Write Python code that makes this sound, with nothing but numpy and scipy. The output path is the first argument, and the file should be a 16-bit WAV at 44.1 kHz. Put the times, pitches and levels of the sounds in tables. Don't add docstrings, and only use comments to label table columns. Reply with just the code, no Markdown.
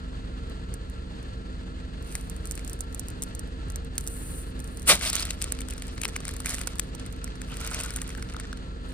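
import sys
import numpy as np
from scipy import signal
from scipy.fft import rfft, irfft, next_fast_len
from scipy.io import wavfile

SR = 44100
rng = np.random.default_rng(int(sys.argv[2]) if len(sys.argv) > 2 else 0)


def rack_gain(trim_db):
    fader = np.asarray(trim_db, float)
    return 10 ** (fader / 20)


def generate_wav(sig):
    pcm = np.round(np.clip(np.atleast_2d(sig).T, -1, 1) * 32767).astype(np.int16)
    wavfile.write(sys.argv[1], SR, pcm)


N = 393813
PADDED = next_fast_len(N + 4096)
HZ = np.maximum(np.fft.rfftfreq(PADDED, 1 / SR), 1)

GUST_S, GUST_WIDTH_S, GUST_DB, BREEZE_DB = 0.71, 0.33, -44, -53

FIRINGS_PER_S = 23.25
# multiple_of_firing_rate, level_db
EXHAUST_TONES = [(1, -41.5), (2, -40), (3, -44), (4, -59), (5, -60.5), (7, -56.5), (8, -52.5), (9, -62.5)]
# pitch_hz, level_db
MOTOR_TONES = [(57.15, -45), (257.1, -51.5), (314.3, -60.5), (457.2, -56), (514.3, -62), (628.5, -66.5),
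               (1350, -59)]
# frequency_hz, level_db (per Hz)
BAY_COLOUR = [(15, -19.5), (32, -23), (45, -10), (64, -4), (270, -18), (451, -22), (734, -31.5),
              (1330, -31), (3520, -37.5), (5880, -50), (7600, -40), (9200, -51), (11600, -67),
              (13200, -57.5), (15500, -99)]
# pitch_hz, width_hz, boost_db
BAY_RINGS = [(590, 38, -1.5), (1340, 20, 9.5), (1717, 115, 5), (2300, 360, -5.5), (2680, 130, 0.5),
             (4400, 990, 8)]
BAY_DB = -40
# frequency_hz, lead_radians
CAR_PHASE = [(0, 0), (1810, 4.9), (2500, 6.3), (3190, 8.7), (4650, 11.7), (5450, 13.6), (5800, 17.8),
             (7300, 21.9), (9400, 18.85), (11650, 15.7), (14100, 12.6), (16500, 9.5)]
# frequency_hz, difference_db
CAR_BALANCE = [(60, -1), (110, 0.5), (200, -4), (380, -1.5), (700, 3.5), (1290, 3.5), (2380, 1),
               (4400, -2.5), (8120, -0.5), (15000, 1)]

# frequency_hz, lead_radians
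BAG_PHASE = [(0, 0), (520, 1.2), (1380, 1.0), (2580, 1.3), (3300, 1.4), (4220, 1.0), (5500, 1.5),
             (7100, 3.1), (9400, 0), (11650, -3.14), (14100, -6.3), (16500, -9.4)]
# frequency_hz, level_db (per Hz)
RUSTLE_COLOUR = [(2000, -25), (5000, -34), (6800, -17.5), (7500, -9.5), (8800, -8.5), (10600, -12),
                 (12000, -18.5), (14000, -19.5), (15300, -24.5), (16400, -54)]
# frequency_hz, level_db (per Hz)
PATTER_COLOUR = [(59, -35), (100, -36), (645, 8.5), (793, -4), (1270, 7), (1720, 2), (2070, 7.5), (2910, 8),
                 (4010, 9), (7050, 4), (9000, 3), (11700, -42), (19800, -120)]
# frequency_hz, level_db (per Hz)
SNAP_COLOUR = [(700, -7.5), (2500, -23.5), (4300, -11), (6500, 1), (8000, 6), (11000, -0.5), (13500, -5),
               (15800, -18.5), (16700, -104)]
BEAD_HZ = np.geomspace(700, 6500, 9)

# start_s, hold_s, rustle_db, patter_db, grains_per_s
SLOW_GESTURES = [(2.087, 0.088, -50.5, -61.5, 1600), (2.463, 0.26, -58, -65, 500),
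                 (2.927, 0.12, -63.5, -67, 410), (3.22, 0.067, -64, -70, 340), (3.98, 0.1, -56, -69, 680),
                 (4.593, 0.32, -57, -84, 1000), (5.42, 0.035, -55, -51, 990),
                 (5.683, 0.36, -59.5, -59.5, 470), (5.976, 0.53, -61, -58, 450),
                 (6.662, 0.15, -58.5, -61, 340), (6.91, 0.66, -69.5, -64, 160),
                 (7.494, .05, -55.5, -56.5, 1300), (7.6, 0.057, -54, -48.5, 1800),
                 (7.735, 0.094, -48, -47, 1400), (7.927, 0.14, -54, -57, 600),
                 (8.292, 0.18, -87, -63.5, 120), (8.92, 0.057, -51, -58.5, 160)]
QUICK_GESTURES = [
    (4.1, .27, -43.5, -84, 6850),
    (4.37, 0.053, -43.5, -74, 7000),
    (4.43, 0.076, -55.5, -70, 6000),
    (4.96, 0.069, -48, -47, 3170),
    (5.024, 0.039, -34, -38, 4070),
    (5.054, 0.037, -34.5, -36, 3900),
    (5.131, 0.093, -41.5, -40, 3950),
    (5.26, 0.066, -48.5, -47.5, 680),
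    (6.46, 0.085, -41.5, -47, 3500),
    (6.57, 0.054, -49, -52, 2500),
]
RIP_GESTURES = [
    (4.88, .006, -17, -29.5, 8100),
    (4.887, 0.014, -13.5, -30, 8120),
    (4.895, 0.018, -30, -20, 7920),
]
SLOW_RISE_DB_PER_S, SLOW_FALL_DB_PER_S = 286, 69
QUICK_RISE_DB_PER_S, QUICK_FALL_DB_PER_S = 898, 502
RIP_RISE_DB_PER_S, RIP_FALL_DB_PER_S = 1502, 417.5

# start_s, peak_db, body_db,
# body_hz
FILM_SNAPS = [(0.4968, -38, -52, 2750), (0.7388, -23.5, -42, 2160), (0.8979, -37, -54, 1830),
              (1.2276, -39, -53, 2100), (2.0243, -34, -53, 1940), (2.152, -14, -18.5, 2410),
              (2.2972, -24, -43, 2720), (2.3633, -33, -35, 2130), (2.4543, -24.5, -36, 2630),
              (2.4713, -25, -51, 2470), (2.5102, -17.5, -32, 2220), (2.519, -23, -53, 1880),
              (2.5526, -25, -52, 1860), (2.5755, -31, -30, 2600), (2.5928, -35, -31, 2350),
              (2.6465, -27, -51, 4760), (2.6763, -23, -42, 2530), (2.696, -22.5, -41, 3470),
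              (2.7307, -21, -56, 4670), (2.8062, -18, -54, 2010), (2.9457, -21, -55, 1870),
              (2.9941, -18, -49, 4410), (3.0834, -22, -49, 4670), (3.1014, -30, -49, 1880),
              (3.2208, -15, -53, 4900), (3.2262, -18.5, -36, 3970), (3.2344, -17, -43, 4260),
              (3.3494, -23, -55, 2050), (3.3926, -22.5, -42, 1960),
              (3.7, -25.5, -32, 1940), (3.7576, -20.5, -35.5, 4700), (3.8462, -36, -52, 1820),
              (3.954, -37, -48, 2030), (3.9793, -9, -24.5, 4760), (4.008, -27, -63, 4390),
              (4.04, -34, -56, 1810), (4.066, -27, -44, 4980), (4.0737, -15.5, -41.5, 4480),
              (4.081, -23, -57, 2550), (4.592, -31, -61, 1810), (4.6009, -26, -60, 1930),
              (4.642, -29, -55, 2560), (4.675, -31.5, -56, 1940), (4.7715, -24.5, -58, 1880),
              (4.7952, -28, -58.5, 4660), (4.8192, -31, -43, 4220),
              (4.9522, -15, -30, 2430), (4.974, -34, -35, 2450), (4.9927, -27, -46, 2380),
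                (5.0982, -13, -50.5, 3420), (5.13, -15.5, -34, 4900), (5.153, -13, -37.5, 2480),
                (5.204, -23, -42.5, 4270), (5.224, -21, -34.5, 5020), (5.2517, -21, -40, 4860),
                (5.3055, -18, -26.5, 3820), (5.416, -20, -31.5, 5150), (5.422, -15.5, -37, 4730),
                (5.441, -22, -37, 4900), (5.5212, -17.5, -37.5, 2400), (5.588, -33, -43, 5200),
                (5.6053, -25, -39, 2380), (5.616, -30, -36.5, 3450), (5.685, -28, -38, 1970),
                (5.7061, -22.5, -40.5, 3570), (5.735, -31.5, -44, 2700), (5.779, -27.5, -34.5, 2500),
                (5.821, -27, -39.5, 4630), (5.868, -34, -54, 2000),
              (6.015, -20, -34, 2920), (6.034, -24, -25, 2700), (6.048, -18, -50, 2470),
              (6.0521, -33, -26, 2770), (6.08, -23, -40, 2090), (6.0925, -34, -45, 2600),
              (6.1624, -19, -23.5, 2300), (6.203, -35, -33, 1330), (6.251, -28, -36, 2220),
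              (6.2796, -22, -32, 2320), (6.29, -25, -30, 1990), (6.3106, -31, -58, 2350),
              (6.3375, -29, -47, 2270), (6.365, -27.5, -46, 2040), (6.402, -26, -35, 1340),
              (6.4587, -17, -25.5, 2530), (6.613, -25, -34.5, 2500), (6.672, -18.5, -27, 1410),
              (6.755, -30, -40, 1340), (6.7833, -29, -46, 3520), (6.795, -13.5, -30, 4630),
              (6.9488, -26, -35, 1400), (6.996, -39, -35, 1340), (7.062, -30, -42, 2130),
              (7.1252, -31, -49, 4360), (7.242, -21, -40, 1400),
              (7.3546, -42, -40, 2120), (7.416, -31, -38.5, 2360), (7.556, -43, -63, 4270),
              (7.568, -33, -63, 3010), (7.604, -27, -41, 1750), (7.6121, -28, -36, 2940),
              (7.647, -30, -43, 2460), (7.674, -23, -38, 2270), (7.705, -33, -48, 2450),
              (7.7448, -19.5, -35.5, 2390), (7.801, -22, -45, 2450), (7.8348, -16.5, -48, 2270),
              (7.905, -30, -37, 2300), (7.937, -29, -39, 2090), (7.9604, -18, -42, 3840),
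              (7.9689, -25, -34, 2160), (8.0162, -19, -34, 3320), (8.0768, -31, -54.5, 3250),
              (8.091, -31, -37.5, 2300), (8.175, -34, -53, 2090), (8.1947, -39, -38.5, 1450),
              (8.2242, -33, -33, 2400), (8.298, -42, -42.5, 2360), (8.32, -48, -48, 4760),
              (8.3374, -40, -50, 3050), (8.3982, -25, -33.5, 2170), (8.5718, -42, -44, 4160)]
# start_s, peak_db, body_hz
BEAD_DROPS = [(5.29, -37, 3240), (5.4844, -36, 3730), (5.978, -23, 2220), (6.582, -17, 3020),
              (7.276, -24, 2200), (7.4985, -34, 2860), (7.9857, -21, 3120), (8.149, -21, 1770),
              (8.3643, -21, 1330), (8.4707, -36, 2420), (8.528, -19.5, 1620)]
DROP_TICK_DB, DROP_BODY_DB = -49, -12.5
# start_s, peak_db, body_db, body_hz
BEAD_CRUNCHES = [(5.011, -33, -28, 2400), (5.0214, -29, -31.5, 1560), (5.033, -31, -40, 3240),
                 (5.05, -16, -32, 2450), (5.062, -25, -34, 3440), (5.0738, -15, -32, 4510),
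                 (5.091, -17.5, -48.5, 4330), (5.136, -16, -40.5, 4180), (5.164, -13, -29, 4120),
                 (5.1807, -26, -34, 4400), (5.195, -15, -43, 4440), (5.2694, -30, -43, 1970),
                 (5.28, -39, -48, 3390), (5.8805, -31, -45, 4570), (5.9193, -56, -48.5, 1340),
                 (6.058, -37, -39, 2270), (6.0867, -32, -33.5, 2300), (6.134, -40, -50, 2220),
                  (6.157, -30, -36, 2200), (6.4463, -33, -40, 2140), (6.468, -20, -29, 2380),
                  (6.475, -20, -38, 1620), (6.4874, -16, -30, 2050), (6.493, -12, -29.5, 1710),
                  (6.502, -11, -29, 1500), (6.5077, -14, -32, 2060), (6.52, -32, -34, 2180),
                  (6.530, -41, -39, 2400), (6.537, -16, -41, 4200), (6.5432, -15, -35, 2090),
                  (6.5505, -18, -41, 5360), (6.563, -23, -51, 5000), (6.5912, -20, -55, 1240),
                  (6.6086, -36, -35, 1470), (6.634, -28, -41, 3700), (6.6765, -23, -31, 2470),
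                 (7.5173, -31, -43, 1310), (7.541, -30, -38, 2520), (7.5694, -18, -37.5, 3070),
                  (7.642, -31, -52, 2430), (7.664, -22, -36, 1390), (7.7124, -24, -31, 1410),
                  (7.7186, -41, -34, 1390), (7.7328, -23, -39, 2400), (7.7598, -39, -39, 1500),
                  (7.7892, -22, -35, 3330), (7.7934, -20, -44, 2420), (7.809, -15, -40.5, 1560),
                  (7.848, -25, -42, 1320), (7.86, -22, -40, 1360), (7.894, -40, -43, 1350),
                  (8.029, -29, -50, 1670), (8.054, -51, -47, 1430), (8.103, -44, -34, 2370)]
CREEP_CREASES = [(2.115, -40, -57, 2500), (2.21, -35.5, -62, 2500), (2.79, -39, -66, 4000),
                 (2.926, -38, -64, 4000), (3.474, -45, -66, 4000), (3.684, -46, -66, 4000),
                 (3.72, -40, -64, 4000), (4.001, -40, -64, 4000), (4.828, -32, -64, 4000),
                 (7.163, -34, -66, 3000), (2.0467, -43, -66, 3000), (2.123, -34, -41, 2500),
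                 (2.2702, -46, -66, 3000), (2.4234, -53, -66, 3000), (2.4942, -44, -64, 3000),
                 (2.8369, -48, -66, 3000), (2.9776, -42, -64, 3000), (3.0714, -51, -66, 3000),
                 (3.2889, -48, -66, 3000), (5.55, -32, -39, 2100), (5.7, -28, -40, 3000),
                 (5.7245, -34, -40, 2500), (5.797, -36, -47, 2000), (5.475, -42, -42, 1500)]
CRUNCH_S, CRUNCH_TICK_DB, CRUNCH_BODY_DB = 0.0016, -1, 11.5
SPLIT_S = 4.9
TICK_DELAY_S, TICK_GAIN_DB, BODY_GAIN_DB = 0.0015, 7, 2
BODY_DB_PER_OCTAVE = 3.5
TAIL_DB, TAIL_S = -28.5, 0.005
TAUT_SLAP_DB, TAUT_CYCLES = 11, 1.7
SLACK_SLAP_DB, SLACK_CYCLES = 12, 1.6

FLYING_S, THINNED_SHARE = (4.98, 5.7), 0.29
EMPTYING_S, POUCH_HZ, POUCH_DB = (7.48, 20), 1410, 3
# start_s, length_s, level_db, pocket_hz
POCKET_RATTLES = [(5.027, 0.027, -52, 4800), (5.055, 0.016, -46, 3500), (5.063, 0.017, -43.5, 4800),
                  (5.079, 0.035, -42, 5250), (5.126, 0.015, -50, 4500), (5.148, 0.0093, -50, 5000),
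                  (5.167, 0.012, -53, 4300), (5.189, 0.015, -45.5, 4400), (5.224, 0.009, -47, 4970),
                  (5.287, 0.011, -61, 2600), (6.025, 0.027, -49, 3020), (6.153, 0.012, -55, 2930),
                  (7.5, 0.049, -50, 2930), (7.516, .02, -56.5, 1300), (7.608, 0.02, -54.5, 1360),
                  (7.641, .012, -59, 1370), (7.71, 0.021, -50.5, 1420), (7.728, 0.028, -50, 2420),
                  (7.738, 0.013, -50, 5760), (7.776, 0.012, -56, 1550), (7.794, 0.019, -49.5, 2530),
                  (7.846, .035, -50.5, 1410), (7.9, 0.019, -62, 1450), (7.96, 0.025, -54, 1440),
                  (8.018, 0.013, -60, 1760), (8.1, 0.011, -67, 2330), (8.175, 0.012, -59, 1650),
                  (8.344, 0.0039, -61, 1360), (8.44, 0.0086, -63, 1810)]
POCKET_CYCLES = 2.15


def rms_one(x):
    return x / np.sqrt(np.mean(x ** 2) + 1e-20)


def band(x, low_hz, high_hz, order=2):
    return signal.sosfilt(signal.butter(order, [low_hz, high_hz], "band", fs=SR, output="sos"), x)


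def drift(rate_hz):
    r = np.exp(-80 * np.pi * rate_hz / SR)
    slow = signal.lfilter([1], [1, -2 * r, r * r], rng.standard_normal(N // 40 + 2002))[2000:]
    return np.interp(np.arange(N) / 40, np.arange(len(slow)), rms_one(slow))


def colour(x, spectrum, rings=()):
    hz, db = np.transpose(spectrum)
    db = np.interp(np.log(HZ), np.log(hz), db)
    for ring_hz, width_hz, boost_db in rings:
        db = db + boost_db / (1 + (2 * (HZ - ring_hz) / width_hz) ** 2)
    cepstrum = irfft(db * np.log(10) / 20, PADDED)
    cepstrum[1:PADDED // 2] *= 2
    cepstrum[PADDED // 2 + 1:] = 0
    response = np.exp(rfft(cepstrum))
    response = response / np.sqrt(np.mean(abs(response) ** 2))
    return irfft(rfft(x, PADDED) * response, PADDED)[..., :N]


def ports(x, phase, balance=((1, 0), (2, 0))):
    half_phase = .5j * np.interp(HZ, *np.transpose(phase))
    half_level = np.log(10) / 40 * np.interp(HZ, *np.transpose(balance))
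    half = half_phase + half_level
    return irfft(rfft(x, PADDED) * np.exp([half, -half]), PADDED)[:, :N]


def wind():
    gust = rack_gain(GUST_DB) * np.exp(-((np.arange(N) / SR - GUST_S) / GUST_WIDTH_S) ** 2)
    shared, *own = band(rng.standard_normal((3, N)), 55, 130)
    return gust * rms_one(shared) + rack_gain(BREEZE_DB) * rms_one(np.array(own))


def engine():
    t = np.arange(N) / SR
    turns = FIRINGS_PER_S * t
    tones = np.zeros(N)
    for multiple, db in EXHAUST_TONES:
        level = rack_gain(db + 5.0 + 1.16 * drift(0.97))
        wobble = 0.12 * multiple * drift(0.7)
        tones += level * np.sin(2 * np.pi * (multiple * turns + rng.random()) + wobble)
    for hz, db in MOTOR_TONES:
        level = rack_gain(db + 4.5 + 2.4 * drift(5.1))
        wobble = 0.0011 * hz * drift(4.0)
        tones += level * np.sin(2 * np.pi * (hz * t + rng.random()) + wobble)

    throb_db = 0.46 * np.cos(2 * np.pi * turns) + 0.2 * np.cos(4 * np.pi * turns) + 1.27 * drift(23.0)
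    noise = rng.standard_normal((3, N)) * rack_gain(throb_db)
    direct, *scattered = rack_gain(BAY_DB) * colour(noise, BAY_COLOUR, BAY_RINGS)
    scattered = band(scattered, 300, 7000)
    return ports(tones + direct, CAR_PHASE, CAR_BALANCE) + rack_gain(-1.5) * scattered


def thump():
    after = np.maximum(np.arange(N) / SR - 4.885, 0)
    puff = rms_one(band(rng.standard_normal(N), 150, 700))
    puff = rack_gain(-26.0) * puff * after / 0.0054 * np.exp(-after / 0.015)
    late = np.maximum(after - 0.035, 0)
    flap = rack_gain(-17.0) * np.sin(2 * np.pi * 185 * late) * late / 0.015 * np.exp(-late / 0.0097)
    return puff + flap


def gesture(row, rise, fall):
    start, hold, film_db, bead_db, per_s = row
    t = np.arange(0, N, 32) / SR
    loss = rise * np.maximum(start - t, 0) + fall * np.maximum(t - start - hold, 0)
    return [film_db - loss, bead_db - loss, np.full(len(t), max(per_s, 50.))]


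def effort():
    moves = [gesture(g, SLOW_RISE_DB_PER_S, SLOW_FALL_DB_PER_S) for g in SLOW_GESTURES]
    moves += [gesture(g, QUICK_RISE_DB_PER_S, QUICK_FALL_DB_PER_S) for g in QUICK_GESTURES]
    moves += [gesture(g, RIP_RISE_DB_PER_S, RIP_FALL_DB_PER_S) for g in RIP_GESTURES]
    film_db, bead_db, per_s = np.transpose(moves, (1, 0, 2))
    leader = np.argmax(np.maximum(film_db, bead_db), axis=0)
    steps = np.arange(len(leader))
    curves = (film_db.max(axis=0), bead_db.max(axis=0), per_s[leader, steps])
    return [np.interp(np.arange(N) / 32, steps, curve) for curve in curves]


def grains(per_s, spread_db, clump_db):
    clumps = rack_gain(clump_db * (500 / per_s) ** 0.5 * drift(30))
    sizes = rack_gain(spread_db * np.minimum(rng.exponential(1, (2, N)), 3.5))
    sizes = sizes * rng.choice([-1, 1], (2, N))
    happens = rng.random((2, N)) < per_s * clumps / SR
    return sizes * happens * np.sqrt(SR / per_s / np.mean(sizes ** 2))


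def knocks(clicks, cycles):
    dealt = rng.integers(0, len(BEAD_HZ), N)
    out = 0
    for k, hz in enumerate(BEAD_HZ):
        r = rack_gain(-60 * hz / cycles / SR)
        turn = 2 * np.pi * hz / SR
        strike = np.sqrt(1 - r * r) * np.array([1, 0, -1]) / 2
        out = out + signal.lfilter(strike, [1, -2 * r * np.cos(turn), r * r], clicks * (dealt == k) + 1e-18)
    return out


def surroundings(beads):
    t = np.arange(N) / SR
    flying = (t > FLYING_S[0]) * (t < FLYING_S[1])
    emptying = (t > EMPTYING_S[0]) * (t < EMPTYING_S[1])
    low = signal.sosfilt(signal.butter(1, 2200, fs=SR, output="sos"), beads)
    hollow = band(beads, POUCH_HZ / 0.98, POUCH_HZ * 1.08, order=1)
    return beads - THINNED_SHARE * low * flying + rack_gain(POUCH_DB) * hollow * emptying


def handling():
    film_db, bead_db, per_s = effort()
    film = colour(rack_gain(film_db) * grains(per_s, 3.1, 6.7), RUSTLE_COLOUR)
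    contacts = rack_gain(bead_db) * grains(per_s, 3.0, 5.0)
    beads = surroundings(colour(contacts + knocks(contacts, cycles=6.7), PATTER_COLOUR))
    rolling = rack_gain(-44.0) * film[1] + rack_gain(1.0) * beads[1]
    flank = rack_gain(-13.0) * np.roll(beads[1], 310)
    ground = np.array([rolling + flank, np.roll(rolling, 5) - flank])
    return film[0] + beads[0] + thump(), ground


def rattles():
    out = np.zeros((2, N + 4999))
    t = np.arange(600) / SR
    chance = rng.standard_normal((len(POCKET_RATTLES), 2501))
    for (start, length, db, hz), draw in zip(POCKET_RATTLES, chance):
        swell = np.sin(np.pi * np.minimum(np.arange(2500) / SR / length, 1))
        pocket = np.sin(2 * np.pi * hz * t) * np.exp(-t * hz / POCKET_CYCLES)
        rung = rms_one(np.convolve(draw[:2500] ** 3 * swell, pocket))
        sides = rack_gain(db + 1.1 * draw[-1] * np.array([[1], [-1]]))
        at = int(start * SR)
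        out[:, at:at + 3099] += sides * rung * np.sqrt(3099 / SR / length)
    return out[:, :N]


def snap_events():
    creases = FILM_SNAPS
    creases = creases + [(s, db + DROP_TICK_DB, db + DROP_BODY_DB, hz) for s, db, hz in BEAD_DROPS]
    crunches = BEAD_CRUNCHES + CREEP_CREASES
    crunches = [(s, db + CRUNCH_TICK_DB, body + CRUNCH_BODY_DB, hz) for s, db, body, hz in crunches]
    return np.transpose(creases + crunches), len(creases)


def crease_crack(draw, after, cluster_db, spread_s, steep):
    distance = np.where(after < 0, -steep * after, after)
    crack = rack_gain(cluster_db) * draw[:900] ** 3 / 4 * np.exp(-distance / spread_s)
    crack += rack_gain(TAIL_DB) * draw[:900] * (after > 0) * np.exp(-after / TAIL_S)
    crack[150] = np.sign(draw[-2])
    return crack


def crunch_crack(draw, after):
    return rack_gain(-21) * draw[:900] * abs(draw[1:901]) * np.exp(-(after / CRUNCH_S) ** 2)


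def snaps():
    (start_s, peak_db, body_db, body_hz), crease_count = snap_events()
    start_s = start_s + TICK_DELAY_S
    peak_db = peak_db + TICK_GAIN_DB
    body_db = body_db + BODY_GAIN_DB - peak_db
    body_db = body_db + BODY_DB_PER_OCTAVE * np.log2(body_hz / 2500)
    ticks, body, slaps = np.zeros((3, 2, N + 1999))
    t = np.arange(900) / SR
    after = t - t[150]
    for k, draw in enumerate(rng.standard_normal((len(start_s), 902))):
        at = int(start_s[k] * SR) - 155
        sides = rack_gain(peak_db[k] + 2.37 * draw[-1] * np.array([[1], [-1]]))
        if start_s[k] < SPLIT_S:
            cluster_db, spread_s, steep, tick_db = -26.0, .0012, 3.5, 3.0
            slap_db, cycles = TAUT_SLAP_DB, TAUT_CYCLES
        else:
            cluster_db, spread_s, steep, tick_db = -7.0, .0014, 1.3, -4.0
            slap_db, cycles = SLACK_SLAP_DB, SLACK_CYCLES
        if k < crease_count:
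            crack = crease_crack(draw, after, cluster_db, spread_s, steep)
        else:
            crack = crunch_crack(draw, after)
            tick_db += 6.3
        ring = np.sin(2 * np.pi * body_hz[k] * t[:300]) * np.exp(-t[:300] * body_hz[k] / cycles)
        ticks[:, at:at + 900] += sides * rack_gain(tick_db) * crack
        body[:, at:at + 1199] += sides * rack_gain(body_db[k] - 4.5) * np.convolve(crack, ring)
        slaps[:, at:at + 900] += sides * rack_gain(body_db[k] + slap_db) * crack
    slaps = band(slaps + 1e-18, 1000, 7000)
    return colour(ticks[:, :N], SNAP_COLOUR) + (body + slaps)[:, :N]


def scene():
    handled, rolling = handling()
    bag = ports(handled + rattles() + snaps(), BAG_PHASE) + rolling
    echo = rack_gain(-37.0) * np.pad(bag, ((0, 0), (95, 0)))[:, :N]
    return wind() + engine() + bag + echo


def top_cut(x):
    return signal.sosfilt(signal.butter(12, 16650, fs=SR, output="sos"), x)


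def record(dry):
    low_cut = signal.sosfilt(signal.butter(3, 33, "high", fs=SR, output="sos"), dry)
    mix = 0.79 * np.tanh(low_cut / 0.94)
    return top_cut(mix)


dry = scene()
out = record(dry)
generate_wav(out)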